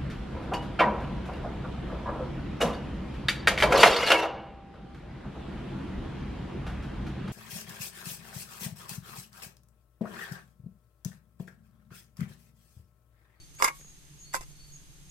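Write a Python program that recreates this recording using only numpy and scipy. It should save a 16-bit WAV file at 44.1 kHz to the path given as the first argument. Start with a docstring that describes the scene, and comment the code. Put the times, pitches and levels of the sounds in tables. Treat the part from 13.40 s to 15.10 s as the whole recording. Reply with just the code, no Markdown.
"""A soft outdoor hiss, a low hum, light wind and a far-off bird's whistle come first. Then two small wooden
sticks drop, one after the other, into a cut-open drinks can lying on grass. Each clatters on the thin metal,
which clanks, rings briefly and sizzles as the stick slides to rest. The can taps the soil, soft rustles come
and go, and a second bird trills in the distance."""
import sys
import numpy as np
from scipy import signal
from scipy.fft import rfft, irfft
from scipy.io import wavfile
from scipy.ndimage import uniform_filter1d

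SR = 44100
rng = np.random.default_rng(int(sys.argv[2]) if len(sys.argv) > 2 else 0)


def store_pcm(level_fs):
    """Save levels as 16-bit WAV."""
    pcm = np.round(np.clip(level_fs, -1, 1) * 32767).astype(np.int16)
    wavfile.write(sys.argv[1], SR, np.atleast_2d(pcm).T)


N = 74970
T = np.arange(N) / SR
HZ = np.maximum(np.fft.rfftfreq(N, 1 / SR), 1)
EARS = np.array([[.5], [-.5]])  # splits a difference between left and right

# The outdoor hiss. Each row: frequency in Hz, relative level in dB.
AIR_COLOUR = [(25, -7), (55, -8), (90, -12), (165, -4.5), (230, -19), (320, -14), (500, -26), (1200, -26.5),
              (3000, -23.5), (6000, -24.5), (9000, -25.5), (13000, -30.5), (14300, -35.5)]
# Wind on the microphone. Each row: time in seconds, level in dB.
WIND_LEVELS = [(0, -53.5), (.4, -56.5), (.85, -59), (1.02, -46), (1.1, -51.5), (1.22, -50.5), (1.4, -57.5),
               (1.7, -55)]
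# One bird's whistles. Each row: start in seconds, length in seconds, level in dB.
BIRD_WHISTLES = [(-.12, .19, -60), (.825, 0.14, -58.5), (1.083, 0.067, -67), (1.133, .145, -62),
                 (1.28, 0.045, -67)]
# The other bird's trills. Each row: start in seconds, length in seconds, level in dB.
BIRD_TRILLS = [(0.156, 0.028, -52.5), (0.383, 0.14, -56.5), (0.786, 0.068, -53), (1.317, 0.052, -51.5),
               (1.692, .08, -49.5)]
# Soft rustling swishes. Each row: loudest moment in seconds, half width in seconds, level in dB.
RUSTLE_SWELLS = [(0.151, 0.0071, -55), (.37, 0.051, -55.5), (1.09, 0.041, -63), (1.29, 0.044, -64)]
# A stick slides on the metal. Each row: start in seconds, length in seconds, level in dB.
STICK_SLIDES = [(0.181, 0.07, -39), (0.24, 0.057, -38), (0.926, .052, -35), (1.004, 0.043, -50)]
# The thin wall's crowded, fast-fading vibrations. Each row: frequency in Hz, relative level in dB.
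WALL_COLOUR = [(120, -16.5), (250, -15.5), (400, -9), (800, 1.5), (1200, 4), (1700, -5), (2300, -3),
               (2750, -8), (3100, -13.5), (3500, -3), (4000, -11), (5100, -6), (7500, -7), (9200, -10),
               (11300, -8.5), (13300, -13.5), (14300, -29)]
# Wood hits the can; the tone depends on the spot. Each row: start in seconds, level in dB, extra bass,
# middle, upper ring and treble in dB, left minus right in dB, a factor on the fade times.
STICK_KNOCKS = [(0.2004, -19, 7, -4, -17, -19, -2, 1), (.208, -17.5, 7, -1, -9, -23, -5.5, 1),
                (.2229, 0.5, 3.5, -1, 0, -3.5, -1.5, 0.87), (0.2326, -11.5, 4.5, -11, -2, -3, -8.5, 0.89),
                (0.2379, -8, -10, 3, -14, -1.5, -2, 0.99), (.2430, 1.5, 2, -5, -9.5, -0.5, -2, 0.81),
                (0.246, -10, -1, 10, 14, -1, 0, 0.98), (.254, -14.5, 7.5, -8, 8, 3, 2, 0.81),
                (.259, -18, -14, 14, 9, 1, -3, 1), (.264, -17.5, -4, 1, 2, -3, 4, 1),
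                (0.2771, -9, -4.5, -5, 1.5, -8, 5.5, 0.8), (.2805, -12, -3.5, 5, 5, 2, -5.5, 0.5),
                (.2835, -8.5, -1.5, 5.5, 11.5, -9.5, 0.5, 0.63), (.301, -20.5, 4, -3, -11, -25, 2.5, 0.95),
                (.9380, -13, -1.5, 2, 2.5, 1.5, -4, 0.43), (.9435, -6, 6, 6.5, -6, -7.5, -7, 0.54),
                (0.948, -21, 10, -6, -17, 7.5, 1.5, 1), (.951, -20.5, 4, -2, 7.5, 8, -5, 0.97),
                (.9635, -20.5, 4, 4, -4, 1, -2, 0.88), (0.971, -22.5, 3, -7, 1, -5, 3, 0.62),
                (1.0092, -31, -11, -4, -2, 7.5, -9, 0.53), (1.0135, -29.5, 10, -13, 5, 2, -2, 0.57),
                (1.033, -62, -12, -6, 0, 4, 0, .6)]
# Where a knock's tone is set, in Hz: bass, two points with no boost, middle, upper ring, treble.
KNOCK_BANDS_HZ = (450, 950, 1200, 1550, 2150, 4500)
# The can's own notes, before each knock adjusts them. Each row: pitch in Hz, level in dB,
# fade time in seconds (the time to drop 60 dB), the left ear's head start in radians.
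CAN_NOTES = [(416, -37, 0.07, -0.9), (526.3, -35, 0.118, -1.5), (837, -26, 0.081, 4),
             (1055.5, -27, .17, 1.35), (1115, -30, 0.24, -2), (1177, -10, .03, -2), (1358, -25, .06, -2.5),
             (1641, -33.5, .14, 1.5), (2122, -24.5, .07, 0.9), (2169, -27.5, 0.084, 0.24),
             (2200, -40, 0.26, -1.4), (2835, -36, 0.14, 6), (3540, -34.5, 0.026, 3.0),
             (5016, -29.5, 0.036, 2), (5380, -23, 0.02, 4.4), (6910, -27, 0.086, 3), (7220, -41, 0.02, 8),
             (8410, -36.5, 0.063, 3), (11440, -33.5, 0.043, 3.5)]
# Extra notes on some landings. Each row: start in seconds, level in dB, pitch in Hz, fade in seconds.
LANDING_PINGS = [(.2240, -21.5, 5270, .028), (0.2452, -25.5, 5030, 0.038), (0.9452, -33.5, 530, 0.084),
                 (.9445, -31, 775, .035), (.952, -35.5, 1033, 0.16)]
# The can taps the soil. Each row: start in seconds, relative level in dB, treble cutoff in Hz.
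SOIL_TAPS = [(.224, -10.5, 400), (.244, -12.5, 400), (.278, -18, 400), (0.399, -25, 300),
             (0.4121, -22.5, 920), (0.4466, -28.5, 940), (1.009, -16, 600), (1.03, -29, 500),
             (1.105, -28, 346)]
# The two microphone openings hear differently. Each row: frequency in Hz, left minus right in dB.
MIC_BALANCE = [(500, -0.5), (1600, 0), (2600, -0.5), (5300, 1), (6400, -2), (7400, -5.5), (8600, -9.5),
               (9600, 2.5), (11000, 4), (13500, 2.5)]

AIR_ALIKE_BELOW_HZ, CAN_ALIKE_BELOW_HZ, CAN_LAG_S = 360, 1600, .00026
CRACK_DB, CRACK_FADE_S, TAIL_DB, TAIL_FADE_S = -13.5, .015, -42.5, .25
SIZZLE_DB, SIZZLE_FADE_S, SIZZLE_BASS_DB, SIZZLE_ABOVE_HZ = -25, .11, -5, 3900
LOADED_PITCH, LOADED_FROM_S = .93, .9  # the second stick weighs the can down and lowers its notes


def from_db(db):
    """Turn decibels into a number to multiply by."""
    return 10 ** (np.asarray(db) / 20)


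def unit_power(x):
    """Scale a sound to an average power of one."""
    return x / np.sqrt(np.mean(x ** 2) + 1e-20)


def read_curve(points):
    """Join a table's points into a level for every frequency."""
    hz, db = np.transpose(points)
    return np.interp(np.log(HZ), np.log(hz), db)


def colour(x, db):
    """Turn each frequency up or down, with no ringing ahead of the sound (a minimum-phase filter)."""
    cepstrum = irfft(np.log(from_db(db)), N)
    cepstrum[..., 1:N // 2] *= 2
    cepstrum[..., N // 2 + 1:] = 0
    return irfft(rfft(x) * np.exp(rfft(cepstrum)), N)


def convolve(x, response):
    """Let every sample of a sound set off a stereo ring or echo."""
    return signal.fftconvolve(np.atleast_2d(x), response, axes=1)[:, :N]


def stereo_noise(alike_below_hz, left_lag_s=0):
    """An even hiss, shared by both ears in the bass and unrelated in the treble."""
    shared = 1 / (1 + (HZ / alike_below_hz) ** 2)
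    white = rfft(rng.standard_normal((3, N)))
    lag = np.exp(-2j * np.pi * HZ * left_lag_s * np.array([[1], [0]]))
    return irfft(np.sqrt(shared) * white[0] * lag + np.sqrt(1 - shared) * white[1:], N)


def noise_band(hz, width_hz):
    """Noise around one pitch: a wavering tone if narrow, a hiss if wide."""
    spectrum = rfft(stereo_noise(AIR_ALIKE_BELOW_HZ))
    return unit_power(irfft(spectrum / (1 + (2 * (HZ - hz) / width_hz) ** 2), N))


def outdoors():
    """Soft air, a distant hum and a faint high whine go on throughout."""
    air = unit_power(colour(stereo_noise(AIR_ALIKE_BELOW_HZ), read_curve(AIR_COLOUR)))
    hum = noise_band(hz=146.2, width_hz=9.1)
    whine = noise_band(hz=6373, width_hz=190)
    return from_db(-56.5) * air + from_db(-60.5) * hum + from_db(-64.5) * whine


def wind(below_hz=55, pan_db=2):
    """Light puffs hit the microphone and rumble in each ear separately."""
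    rumble = irfft(rfft(rng.standard_normal((2, N))) / (1 + (HZ / below_hz) ** 4), N)
    level_db = np.interp(T, *np.transpose(WIND_LEVELS))
    return unit_power(rumble) * from_db(level_db + pan_db * EARS)


def whistles(from_hz=4300, to_hz=4500, flicker_db=4.5, flicker_s=.015):
    """A bird's thin, flickering notes swell and fade as their pitch rises."""
    song = np.zeros(N)
    flicker = flicker_db * np.interp(T, np.arange(400) * flicker_s, rng.standard_normal(400))
    for start, length, db in BIRD_WHISTLES:
        progress = np.clip((T - start) / length, 0, 1)
        hz = from_hz + (to_hz - from_hz) * np.sin(np.pi * progress / 2)
        swell = np.abs(np.sin(np.pi * progress ** .94))
        song += from_db(db + flicker) * swell * np.sin(2 * np.pi * np.cumsum(hz) / SR)
    return song


def rustles():
    """Brief, soft rustling swishes."""
    swell = sum(from_db(db) * np.exp(-((T - peak) / width) ** 2) for peak, width, db in RUSTLE_SWELLS)
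    return swell * noise_band(hz=9400, width_hz=13000)


def trills(centre_hz=6617, swing_hz=90, rate_hz=105, edge_s=.0046):
    """A second bird flutters its pitch so fast that it buzzes."""
    song = np.zeros(N)
    for start, length, db in BIRD_TRILLS:
        unsteady = unit_power(uniform_filter1d(rng.standard_normal(N), size=200))
        hz = centre_hz + swing_hz * (np.sin(2 * np.pi * rate_hz * T) + .5 * unsteady)
        on_off = np.clip(np.minimum(T - start, start + length - T) / edge_s, 0, 1)
        song += from_db(db) * on_off * np.sin(2 * np.pi * np.cumsum(hz) / SR)
    return song


def among_trees(song, echo_db=-.5, fade_s=.3):
    """Birdsong scatters among the trees and gains a short echo."""
    echo = unit_power(rng.standard_normal((2, N)) * from_db(-60 * T / fade_s)) / np.sqrt(N)
    return song + from_db(echo_db) * convolve(song, echo)


def metal_wall(x, uneven_db=4, step_hz=156.9):
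    """The thin wall colours a sound, a little unevenly and differently for each ear."""
    steps_hz = np.arange(400) * step_hz
    ripple = np.array([np.interp(HZ, steps_hz, row) for row in rng.standard_normal((2, 400))])
    db = read_curve(WALL_COLOUR) + uneven_db * ripple
    return colour(x, db - 10 * np.log10(np.mean(from_db(db) ** 2)))


def slides(clicks_per_s=2300, spread_db=2.5):
    """Wood grain catches on the metal in a dense run of tiny clicks."""
    pressure = np.zeros(N)
    for start, length, db in STICK_SLIDES:
        progress = np.clip((T - start) / length, 0, 1)
        pressure += from_db(db) * np.abs(np.sin(np.pi * progress)) ** .94
    catches = rng.random(N) < clicks_per_s / SR
    clicks = catches * from_db(-spread_db * rng.standard_normal(N)) * rng.choice([-1, 1], N)
    crack = stereo_noise(CAN_ALIKE_BELOW_HZ, CAN_LAG_S) * from_db(-60 * T / CRACK_FADE_S)
    return metal_wall(convolve(unit_power(clicks) * pressure, unit_power(crack) / np.sqrt(N)))


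def knocks(ring_rise_s=.0009, crack_rise_s=.00044):
    """Each hit rings the can's notes and sets off a crack and a sizzle in its wall."""
    rings, cracks, sizzles = np.zeros((3, 2, N))
    t = T[:N // 4]
    crack_rise = 1 - np.exp(-t / crack_rise_s)
    for start, db, bass, middle, upper, treble, pan_db, fade_factor in STICK_KNOCKS:
        click = np.zeros(N)
        click[int(start * SR)] = 1
        tone_db = np.interp(np.log(HZ), np.log(KNOCK_BANDS_HZ), [bass, 0, 0, middle, upper, treble])
        push = colour(click, db + tone_db) * from_db(pan_db * EARS)
        pitch = LOADED_PITCH if start > LOADED_FROM_S else 1
        fall = -60 * t / fade_factor  # a resting stick cuts the ringing short
        ring = sum(from_db(note_db + fall / fade_s) * np.sin(2 * np.pi * pitch * hz * t + lead * EARS)
                   for hz, note_db, fade_s, lead in CAN_NOTES)
        rings += convolve(push, ring * (1 - np.exp(-t / ring_rise_s)))
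        shiver = stereo_noise(CAN_ALIKE_BELOW_HZ, CAN_LAG_S)[:, :len(t)] * crack_rise
        crack_fade = from_db(CRACK_DB + fall / CRACK_FADE_S) + from_db(TAIL_DB + fall / TAIL_FADE_S)
        cracks += convolve(push, shiver * crack_fade)
        sizzles += convolve(push, shiver * from_db(SIZZLE_DB + fall / SIZZLE_FADE_S))
    bright_sizzles = colour(sizzles, SIZZLE_BASS_DB / (1 + (HZ / SIZZLE_ABOVE_HZ) ** 4))
    return rings + metal_wall(cracks + bright_sizzles)


def pings():
    """Some landings bring out a short note of the stick or the spot it hits."""
    notes = np.zeros(N)
    for start, db, hz, fade_s in LANDING_PINGS:
        since = np.maximum(T - start, 0)
        notes += from_db(db - 60 * since / fade_s) * np.sin(2 * np.pi * hz * since)
    return notes


def taps(gain_db=-6.5, fade_s=.012, above_hz=170):
    """The can shifts on the soil with dull taps that do not ring."""
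    thuds = np.zeros((2, N))
    bass_cut_db = 10 * np.log10(1 + (above_hz / HZ) ** 3)  # a light can gives off no deep bass
    for start, db, cutoff_hz in SOIL_TAPS:
        since = np.maximum(T - start, 0)
        burst = stereo_noise(CAN_ALIKE_BELOW_HZ) * (T >= start) * from_db(db - 60 * since / fade_s)
        treble_cut_db = 10 * np.log10(1 + (HZ / cutoff_hz) ** 3)
        thuds += colour(burst, gain_db - treble_cut_db - bass_cut_db)
    return thuds


def scene():
    """The can close by, with quiet outdoor sounds around it."""
    can = knocks() + pings() + slides() + taps()
    return can + rustles() + among_trees(whistles() + trills()) + outdoors() + wind()


def record(dry, cutoff_hz=14200):
    """The two microphone openings colour the treble differently; the very top is cut steeply."""
    heard = colour(dry, read_curve(MIC_BALANCE) * EARS)
    return signal.sosfilt(signal.ellip(10, .3, 70, cutoff_hz, fs=SR, output="sos"), heard)


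dry = scene()
out = record(dry)
store_pcm(out)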